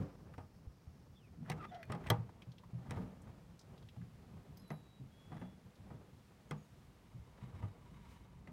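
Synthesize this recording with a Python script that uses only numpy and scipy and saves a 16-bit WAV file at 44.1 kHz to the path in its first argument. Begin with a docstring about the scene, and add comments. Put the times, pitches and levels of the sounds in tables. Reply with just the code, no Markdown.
"""A soft boom and the rub of a hand on the sheet-metal body of an old vehicle, outdoors.
The hand unfolds the chrome lever of a lock: it clicks, scrapes, squeaks on its pivot and snaps
against its stop. The body knocks and booms as the lock is worked and the lever is swung round,
rubbing; loose parts chink. Behind it: faint air, a thin high hiss and a far bird's few thin notes."""
import sys
import numpy as np
from scipy import signal
from scipy.fft import rfft, irfft, next_fast_len
from scipy.io import wavfile
from scipy.ndimage import map_coordinates

SR = 44100
rng = np.random.default_rng(int(sys.argv[2]) if len(sys.argv) > 2 else 0)


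def generate_wav(signal):
    """Clip the signal to [-1, 1] and save it as 16-bit WAV at the path in sys.argv[1]."""
    frames = np.transpose(np.atleast_2d(signal))
    scaled = np.clip(frames, -1, 1) * 32767
    pcm = np.round(scaled).astype(np.int16)
    wavfile.write(sys.argv[1], SR, pcm)


N = 375732
T = np.arange(N) / SR

# air and far hiss over time: t/s, level/dB
AIR_LEVEL = [(0, -81.5), (1.3, -80), (2.6, -78.5), (4.2, -76.5), (7, -76), (8.52, -79)]
HISS_LEVEL = [(0, -81), (1.1, -82.5), (1.5, -86.5), (8.52, -100)]
# hoarse falling bird call: t/s, f/Hz, level/dB
BIRD_SLUR = [(1.13, 3520, -85), (1.185, 3440, -69), (1.21, 3100, -80), (1.24, 2570, -73), (1.29, 2300, -84)]
# whistled notes: t/s, length/s, first f/Hz, settled f/Hz, level/dB
BIRD_WHISTLES = [(4.593, 0.25, 4240, 3900, -72.5), (4.83, .18, 3900, 3870, -72.5),
                 (5.11, 0.24, 3290, 3365, -72), (5.328, .23, 3460, 3390, -75)]

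# spectral shape of each source: f/Hz, relative level/dB
AIR_TONE = [(100, -2.5), (1000, 4.5), (2000, 4), (3400, 1), (5700, -3.5), (9000, -7), (15500, -11.5)]
HISS_TONE = [(3500, -29.5), (5300, -18.5), (7500, -31.5)]
RUMBLE_TONE = [(20, -26.5), (55, -2), (110, 1.5), (190, -0.5), (280, -13.5), (500, -29.5), (1500, -55)]
RUB_TONE = [(100, -18.5), (250, 4), (500, 1), (1100, -6.5), (2000, -16), (4000, -27.5), (9000, -36.5),
            (16000, -57)]
SWIVEL_TONE = [(400, -15.5), (950, 1.5), (1500, -6.5), (4000, -17), (9000, -25), (16000, -38)]
FLEX_TONE = [(22, -19.5), (52, 6), (110, -6), (220, -5), (400, -25.5), (1500, -74)]
SCRAPE_TONE = [(150, -13), (700, 13), (1700, 2.5), (3500, -8.5), (6000, -21), (8500, -23), (15500, -31)]
PANEL_TONE = [(80, -34), (220, 6), (500, 0), (900, 1), (1500, -7.5), (2500, -17), (5000, -32.5),
              (16000, -48.5)]
STEEL_TONE = [(100, -18), (400, -3), (1000, 5), (2000, 5), (3500, -6), (5000, -6), (6500, -22), (8000, -37),
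              (16000, -47)]
CRACK_TONE = [(3000, 5), (6500, -1), (8500, 6), (11000, -3.5), (13000, -10.5), (15500, -5.5)]
# resonances of panel, steel lever and lock housing: f/Hz, width/Hz, lift/dB
PANEL_MODES = [(404, 26, 5), (484.7, 15, 10), (622.5, 10.5, 8.5), (728, 58, 3), (817, 18, 8),
               (917, 46, 5.5), (1160, 14, 5), (1230, 47, 5.5), (1240, 58, 3.5), (1444, 15, -6),
               (1710, 20, -7)]
STEEL_MODES = [(1710, 270, 6.1), (2010, 140, 11.4), (2500, 73, 3.9), (3270, 230, 9), (3900, 170, 4.9),
               (5580, 310, 9.8), (6240, 210, 9.7), (8150, 360, 3.8), (9000, 300, 4.3), (13000, 340, 7),
               (13900, 200, 5)]
HOUSING_MODES = [(966, 70, 11), (1145, 59, 9.4), (2150, 340, 9.5), (2990, 110, 12), (3780, 180, 12),
                 (8260, 270, 5.7)]
# lever ringing on its stop: f/Hz, level/dB, t60/s
STOP_MODES = [(480, -41, 0.18), (611, -37, 0.14), (1140, -46, 0.12), (1274, -42, 0.096), (740, -38, 0.071),
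              (1998, -31, 0.051), (3170, -32.5, 0.032), (3290, -31.5, 0.026), (3290, -56, 0.14),
              (4070, -38.5, 0.035), (6290, -48, 0.046), (12960, -36, 0.022), (14800, -40, .014)]

# movements: peak t/s, level/dB, rise and fall time constant/s
HAND_STROKES = [(0, -54, 0.11), (0.28, -63.5, 0.089), (1.58, -56, 0.1), (2.08, -57.5, 0.21),
                (2.98, -54, 0.12), (3.3, -62.5, 0.093), (3.73, -63, 0.089), (4.39, -66, 0.32),
                (5.38, -64.5, 0.19), (5.93, -63.5, 0.16), (7.58, -63.5, 0.23), (8.52, -63.5, 0.053)]
LOCK_TURNS = [(7.1, -75, 0.3), (7.43, -66.5, 0.068), (7.6, -65, 0.07), (8.07, -67, 0.29)]
FINGER_SLIDE = [(8.13, -69, .07)]
STEEL_SCRAPES = [(1.49, -55, .025), (1.64, -53, 0.014), (1.9, -60, 0.014), (2.075, -49.5, 0.019),
                 (2.915, -57.5, 0.039), (5.39, -64.5, .06), (7.43, -68, .04)]
# loose parts landing: t/s, level/dB, f/Hz
CHINKS = [(0.379, -71, 8250), (1.829, -57.5, 2400), (1.829, -67, 4300), (2.068, -63, 8260),
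          (4.572, -65, 5090), (4.597, -71, 5090), (4.597, -72, 11283), (4.679, -69, 11283),
          (4.716, -63, 11350), (4.76, -70, 11283), (5.345, -75.5, 9050), (5.4, -75, 9050),
          (6.492, -70, 6570), (6.579, -72, 6700), (6.627, -72, 6570)]
# steel-on-steel clicks: t/s, level/dB, centre f/Hz
TICKS = [(0.338, -46.5, 1290), (1.461, -52, 1300), (1.5161, -33.5, 1700), (1.6262, -55, 1900),
         (1.6432, -50, 1900), (1.745, -51.5, 3470), (1.829, -42.5, 1900), (2.0395, -49, 1900),
         (2.0683, -38.5, 2100), (2.292, -48, 830), (2.42, -49, 2690), (2.518, -55, 3800),
         (2.582, -52.5, 3200), (2.635, -50, 900), (3.218, -61, 7900), (3.272, -53, 1100),
         (3.592, -51, 5200), (3.612, -56.5, 4840), (3.778, -59, 3530), (3.826, -60, 3130),
         (3.887, -53, 3040), (3.964, -48, 690), (4.013, -55.5, 1510), (4.571, -56, 4960),
         (4.572, -56, 13000), (5.755, -63, 4000), (7.41, -62, 2200), (7.545, -52, 450),
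         (8.473, -49.5, 2070)]
# pivot squeak, one list per mode: t/s, f/Hz, level/dB
SQUEAKS = [
    [(1.575, 1387, -77), (1.607, 1318, -48), (1.622, 1237, -51), (1.647, 1243, -45.5), (1.69, 1216, -71)],
    [(1.67, 3400, -80), (1.7, 3550, -66), (1.725, 3320, -80)],
    [(1.705, 750, -68), (1.722, 728, -49.5), (1.76, 702, -45.5), (1.778, 718, -52.5), (1.83, 635, -52.5)],
]
# soft bumps that only boom the body: t/s, level/dB, f/Hz
BUMPS = [(0.003, -43, 141), (0.003, -48, 288), (0.003, -54.5, 527), (0.671, -42.5, 66.4),
         (0.872, -47.5, 78.6), (1.375, -47, 159.2), (1.41, -41, 161), (2.185, -35.5, 115.8),
         (2.471, -44.5, 123), (2.732, -35, 123), (2.968, -50.5, 445.3), (2.99, -41.5, 185.6),
         (3.97, -41, 128.7), (4.004, -41.5, 124.2), (4.998, -44.5, 131), (7.145, -46.5, 124.3),
         (7.195, -46.5, 75), (7.423, -44, 130.4), (7.537, -44.5, 95), (7.635, -37, 101.6)]
# blows of the lock: t/s, level/dB, hardness/0-1, boom f/Hz
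KNOCKS = [(0.379, -53, 0.33, 92.5), (1.4986, -46.5, 1, 155.7), (1.8977, -46.5, 0.1, 117),
          (1.9197, -44.5, 0.77, 123.6), (1.948, -53, .6, 123.3), (2.101, -35.5, 0.94, 115.5),
          (2.9079, -52.5, 0.98, 136.3), (2.968, -52, 0, 117.5), (4.7029, -48.5, 0.58, 151.6),
          (5.317, -54, 0, 161.5), (5.4133, -52.5, 0.16, 182.2), (5.9035, -59, 0, 130.5),
          (6.5096, -47.5, 0.77, 149.5), (7.625, -54.5, 0.4, 101), (8.4731, -61.5, 0.1, 179)]


def amp(db):
    """Decibels to gain."""
    return 10 ** (np.asarray(db) / 20)


def unit(x):
    """Scale to rms 1."""
    return x / np.sqrt(np.mean(x ** 2) + 1e-20)


def noise():
    """White noise, rms 1."""
    return rng.standard_normal(N)


def curve(rows, column=1):
    """One column of a timed table, per sample."""
    rows = np.asarray(rows)
    return np.interp(T, rows[:, 0], rows[:, column])


def wobble(rate_hz):
    """Smooth random curve, rate_hz knots a second."""
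    knots = rng.standard_normal(int(N * rate_hz / SR) + 2)
    fine = map_coordinates(knots, [np.arange(10 * len(knots)) / 10], mode="nearest")
    return np.interp(10 * rate_hz * T, np.arange(len(fine)), fine)


def swells(rows):
    """Gain of movements that rise to a peak and fall as fast."""
    return np.sqrt(sum((amp(db) * np.exp(-abs(T - s) / tau_s)) ** 2 for s, db, tau_s in rows))


def fade(t, t60_s, attack_s):
    """Rise and exponential decay, peak 1."""
    shape = amp(-60 * t / t60_s) * (1 - np.exp(-t / attack_s))
    return shape / shape.max()


def add(track, start_s, sound):
    """Mix a sound into the track."""
    start = max(0, round(start_s * SR))
    track[start:start + len(sound)] += sound[:N - start]


def colour(x, tone, modes=(), lift_scale=1, size=8192):
    """Minimum-phase filter from a spectrum and resonances; white noise keeps its power."""
    hz = np.fft.rfftfreq(size, 1 / SR)
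    tone_hz, tone_db = np.transpose(tone)
    db = np.interp(np.log(hz + 1), np.log(tone_hz), tone_db)
    for centre_hz, width_hz, lift_db in modes:
        db += lift_scale * lift_db / (1 + (2 * (hz - centre_hz) / width_hz) ** 2)
    cepstrum = irfft(np.log(amp(db)))
    cepstrum[1:size // 2] *= 2
    cepstrum[size // 2 + 1:] = 0
    response = irfft(np.exp(rfft(cepstrum)))
    return signal.fftconvolve(x, response / np.linalg.norm(response))[:N]


def glide(rows, jitter, flutter_db, overtone_db):
    """Gliding tone with two overtones, unsteady in pitch and level."""
    out = np.zeros(N)
    on = (T > rows[0][0]) & (T < rows[-1][0])
    hz = curve(rows) * (1 + jitter * wobble(300))
    phase = 2 * np.pi * np.cumsum(hz[on]) / SR
    wave = sum(amp(k * overtone_db) * np.sin((k + 1) * phase) for k in range(3))
    level_db = curve(rows, column=2) + flutter_db * wobble(60)
    out[on] = amp(level_db[on]) * wave * signal.windows.tukey(len(wave), 0.1)
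    return out


def blows(times_s, levels_db, t60_s, attack_s, tail_db, tail_t60_s, ripple_db, spacing_hz):
    """Dense bursts, a quick decay over a longer one; each contact point favours other modes."""
    out, t = np.zeros(N), np.arange(SR // 2) / SR
    hz = np.fft.rfftfreq(len(t), 1 / SR)
    shape = np.hypot(fade(t, t60_s, attack_s), amp(tail_db) * fade(t, tail_t60_s, attack_s))
    for s, db in zip(times_s, levels_db):
        ripple = map_coordinates(rng.standard_normal(1024), [hz / spacing_hz], mode="wrap")
        spectrum = rfft(rng.standard_normal(len(t))) * amp(ripple_db * ripple)
        add(out, s, amp(db) * shape * unit(irfft(spectrum, len(t))))
    return out


def outdoors():
    """Soft moving air and a thin far hiss."""
    air = amp(curve(AIR_LEVEL) + 1.5 + 0.5 * wobble(5)) * colour(noise(), AIR_TONE)
    hiss = amp(curve(HISS_LEVEL) + wobble(25)) * colour(noise(), HISS_TONE)
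    return air + hiss


def bird(settle_s=0.06, arch_db=7, gain_db=-0.5):
    """A far bird: one hoarse slur, then pure notes that slide to pitch, softer at their ends."""
    song = glide(BIRD_SLUR, jitter=0.03, flutter_db=4.5, overtone_db=-35)
    for s, length_s, first_hz, settled_hz, db in BIRD_WHISTLES:
        t = np.linspace(0, length_s)
        hz = settled_hz + (first_hz - settled_hz) * np.exp(-t / settle_s)
        level_db = db - arch_db * (2 * t / length_s - 1) ** 2
        note = np.column_stack([s + t, hz, level_db])
        song += glide(note, jitter=0.0017, flutter_db=1, overtone_db=-42)
    return amp(gain_db) * song


def handling(rest_db=-71.5, rumble_rest_db=-62, rumble_exponent=0.95):
    """The hand rubs unevenly over the panel; a lumpy rumble rises with each stroke."""
    effort = np.hypot(amp(rest_db), swells(HAND_STROKES))
    friction = noise() * unit(amp(2.03 * wobble(70)))
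    rub = effort * colour(friction, RUB_TONE, PANEL_MODES, lift_scale=0.36)
    lumps = unit(amp(3 * wobble(18))) * noise()
    rumble_gain = amp(rumble_rest_db) * (effort / amp(rest_db)) ** rumble_exponent
    return rub + rumble_gain * colour(lumps, RUMBLE_TONE)


def swivel(flex_db=8):
    """The lock grinds round in its hollow housing and flexes the panel; fingers hiss on the chrome."""
    friction = noise() * unit(amp(3 * wobble(70)))
    grind = colour(friction, SWIVEL_TONE, HOUSING_MODES)
    flex = amp(flex_db) * colour(noise(), FLEX_TONE)
    fingers = amp(1.6 * wobble(40)) * colour(noise(), AIR_TONE)
    return swells(LOCK_TURNS) * (grind + flex) + swells(FINGER_SLIDE) * fingers


def chinks(jitter=0.0067, flutter_db=2.5, click_db=-6, rebound_s=0.024, rebound_db=-5):
    """A loose part lands with a tiny click, rings on one unsteady tone and rebounds once."""
    out, t = np.zeros(N), np.arange(SR // 2) / SR
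    drift, flutter = wobble(400), wobble(90)
    for s, db, hz in CHINKS:
        span = round(s * SR) + np.arange(len(t))
        phase = 2 * np.pi * hz * np.cumsum(1 + jitter * drift[span]) / SR
        ring = amp(flutter_db * flutter[span]) * np.sin(phase) * fade(t, t60_s=0.064, attack_s=0.0003)
        click = amp(click_db) * rng.standard_normal(len(t)) * fade(t, t60_s=0.0084, attack_s=0.00073)
        add(out, s, amp(db) * (ring + click))
        add(out, s + rebound_s, amp(db + rebound_db) * (ring + click))
    return out


def ticks(half_width_oct=0.38, gain_db=-9):
    """Light touches: tiny bursts, each in its own band, that ring the steel a little."""
    out, t = np.zeros(N), np.arange(SR // 8) / SR
    hz = np.fft.rfftfreq(len(t), 1 / SR) + 1
    for s, db, centre_hz in TICKS:
        band = 1 / (1 + (np.log2(hz / centre_hz) / half_width_oct) ** 2)
        burst = unit(irfft(rfft(rng.standard_normal(len(t))) * band, len(t)))
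        add(out, s, amp(db + gain_db) * burst * fade(t, t60_s=0.057, attack_s=0.00032))
    return colour(out, tone=[(1000, 0.29), (16000, 1.1)], modes=STEEL_MODES, lift_scale=0.4)


def scrapes(grain_db=5):
    """Dry steel drags over steel, catching in gritty grains that ring the lever."""
    grains = noise() * unit(amp(grain_db * wobble(220)))
    return colour(swells(STEEL_SCRAPES) * grains, SCRAPE_TONE, STEEL_MODES, lift_scale=0.62)


def pivot(squeak_db=-1, rasp_db=-15):
    """The dry pivot sticks and slips: a falling squeak that rasps through the steel."""
    squeak = sum(glide(rows, jitter=0.035, flutter_db=1, overtone_db=-17) for rows in SQUEAKS)
    rasp = colour(squeak * noise(), STEEL_TONE, STEEL_MODES)
    return amp(squeak_db) * squeak + amp(rasp_db) * rasp


def booms(knock_lift_db=8.5, upper_ratio=1.36, upper_db=-7, cluster_db=-9, gain_db=-0.5):
    """Knocks and bumps swing the hollow body in a low mode, an upper one and weaker neighbours."""
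    out, t = np.zeros(N), np.arange(SR // 2) / SR
    knocks = [(s, db + knock_lift_db, hz) for s, db, _, hz in KNOCKS]
    for s, db, hz in knocks + list(BUMPS):
        t60_s = min(0.22 * (hz / 124.3) ** 1.36, 0.39)  # lower booms die sooner
        detune, phase = rng.standard_normal((2, 8, 1))
        neighbours = np.sin(2 * np.pi * (hz * np.exp(0.35 * detune) * t + phase))
        cluster = amp(cluster_db) * neighbours.sum(0) / np.sqrt(len(neighbours))
        swing = np.sin(2 * np.pi * hz * t) + amp(upper_db) * np.sin(2 * np.pi * upper_ratio * hz * t)
        add(out, s, amp(db + gain_db) * (swing + cluster) * fade(t, t60_s, attack_s=0.0066))
    return out


def snap(start_s=2.1012, detune=0.0037):
    """The sprung lever snaps open against its stop and rings briefly in its own modes."""
    out, t = np.zeros(N), np.arange(SR // 4) / SR
    for hz, db, t60_s in STOP_MODES:
        mode_hz = hz * (1 + detune * rng.standard_normal())
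        phase = 2 * np.pi * (mode_hz * t + rng.random())
        add(out, start_s, amp(db) * np.sin(phase) * fade(t, t60_s, attack_s=0.00041))
    return out


def lock():
    """Each blow clatters the panel; the harder it is, the more lever ring and bright crack."""
    s, db, hardness, _ = np.transpose(KNOCKS)
    crack = blows(s, db - 33 + 37.5 * hardness, t60_s=0.015, attack_s=0.0012,
                  tail_db=-21, tail_t60_s=0.068, ripple_db=-0.5, spacing_hz=258.6)
    lever = blows(s, db - 17 + 22 * hardness, t60_s=0.051, attack_s=0.00049,
                  tail_db=-27, tail_t60_s=0.11, ripple_db=3, spacing_hz=111.5)
    panel = blows(s, db + 2, t60_s=0.13, attack_s=0.0011,
                  tail_db=-6, tail_t60_s=0.26, ripple_db=1.5, spacing_hz=39.63)
    return (colour(crack, CRACK_TONE, STEEL_MODES)
            + colour(lever, STEEL_TONE, STEEL_MODES)
            + colour(panel, PANEL_TONE, PANEL_MODES))


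def scene():
    """Close, dry lock and body over the open-air background; mono."""
    mechanism = lock() + scrapes() + snap() + ticks() + chinks() + pivot() + swivel()
    return (mechanism + booms() + bird() + handling() + outdoors())[None]


def record(dry, cutoff_hz=15850):
    """Brick-wall low-pass."""
    size = next_fast_len(N + SR // 2)
    passband = np.fft.rfftfreq(size, 1 / SR) < cutoff_hz
    return irfft(rfft(dry, size) * passband, size)[:, :N]


dry = scene()
out = record(dry)
generate_wav(out)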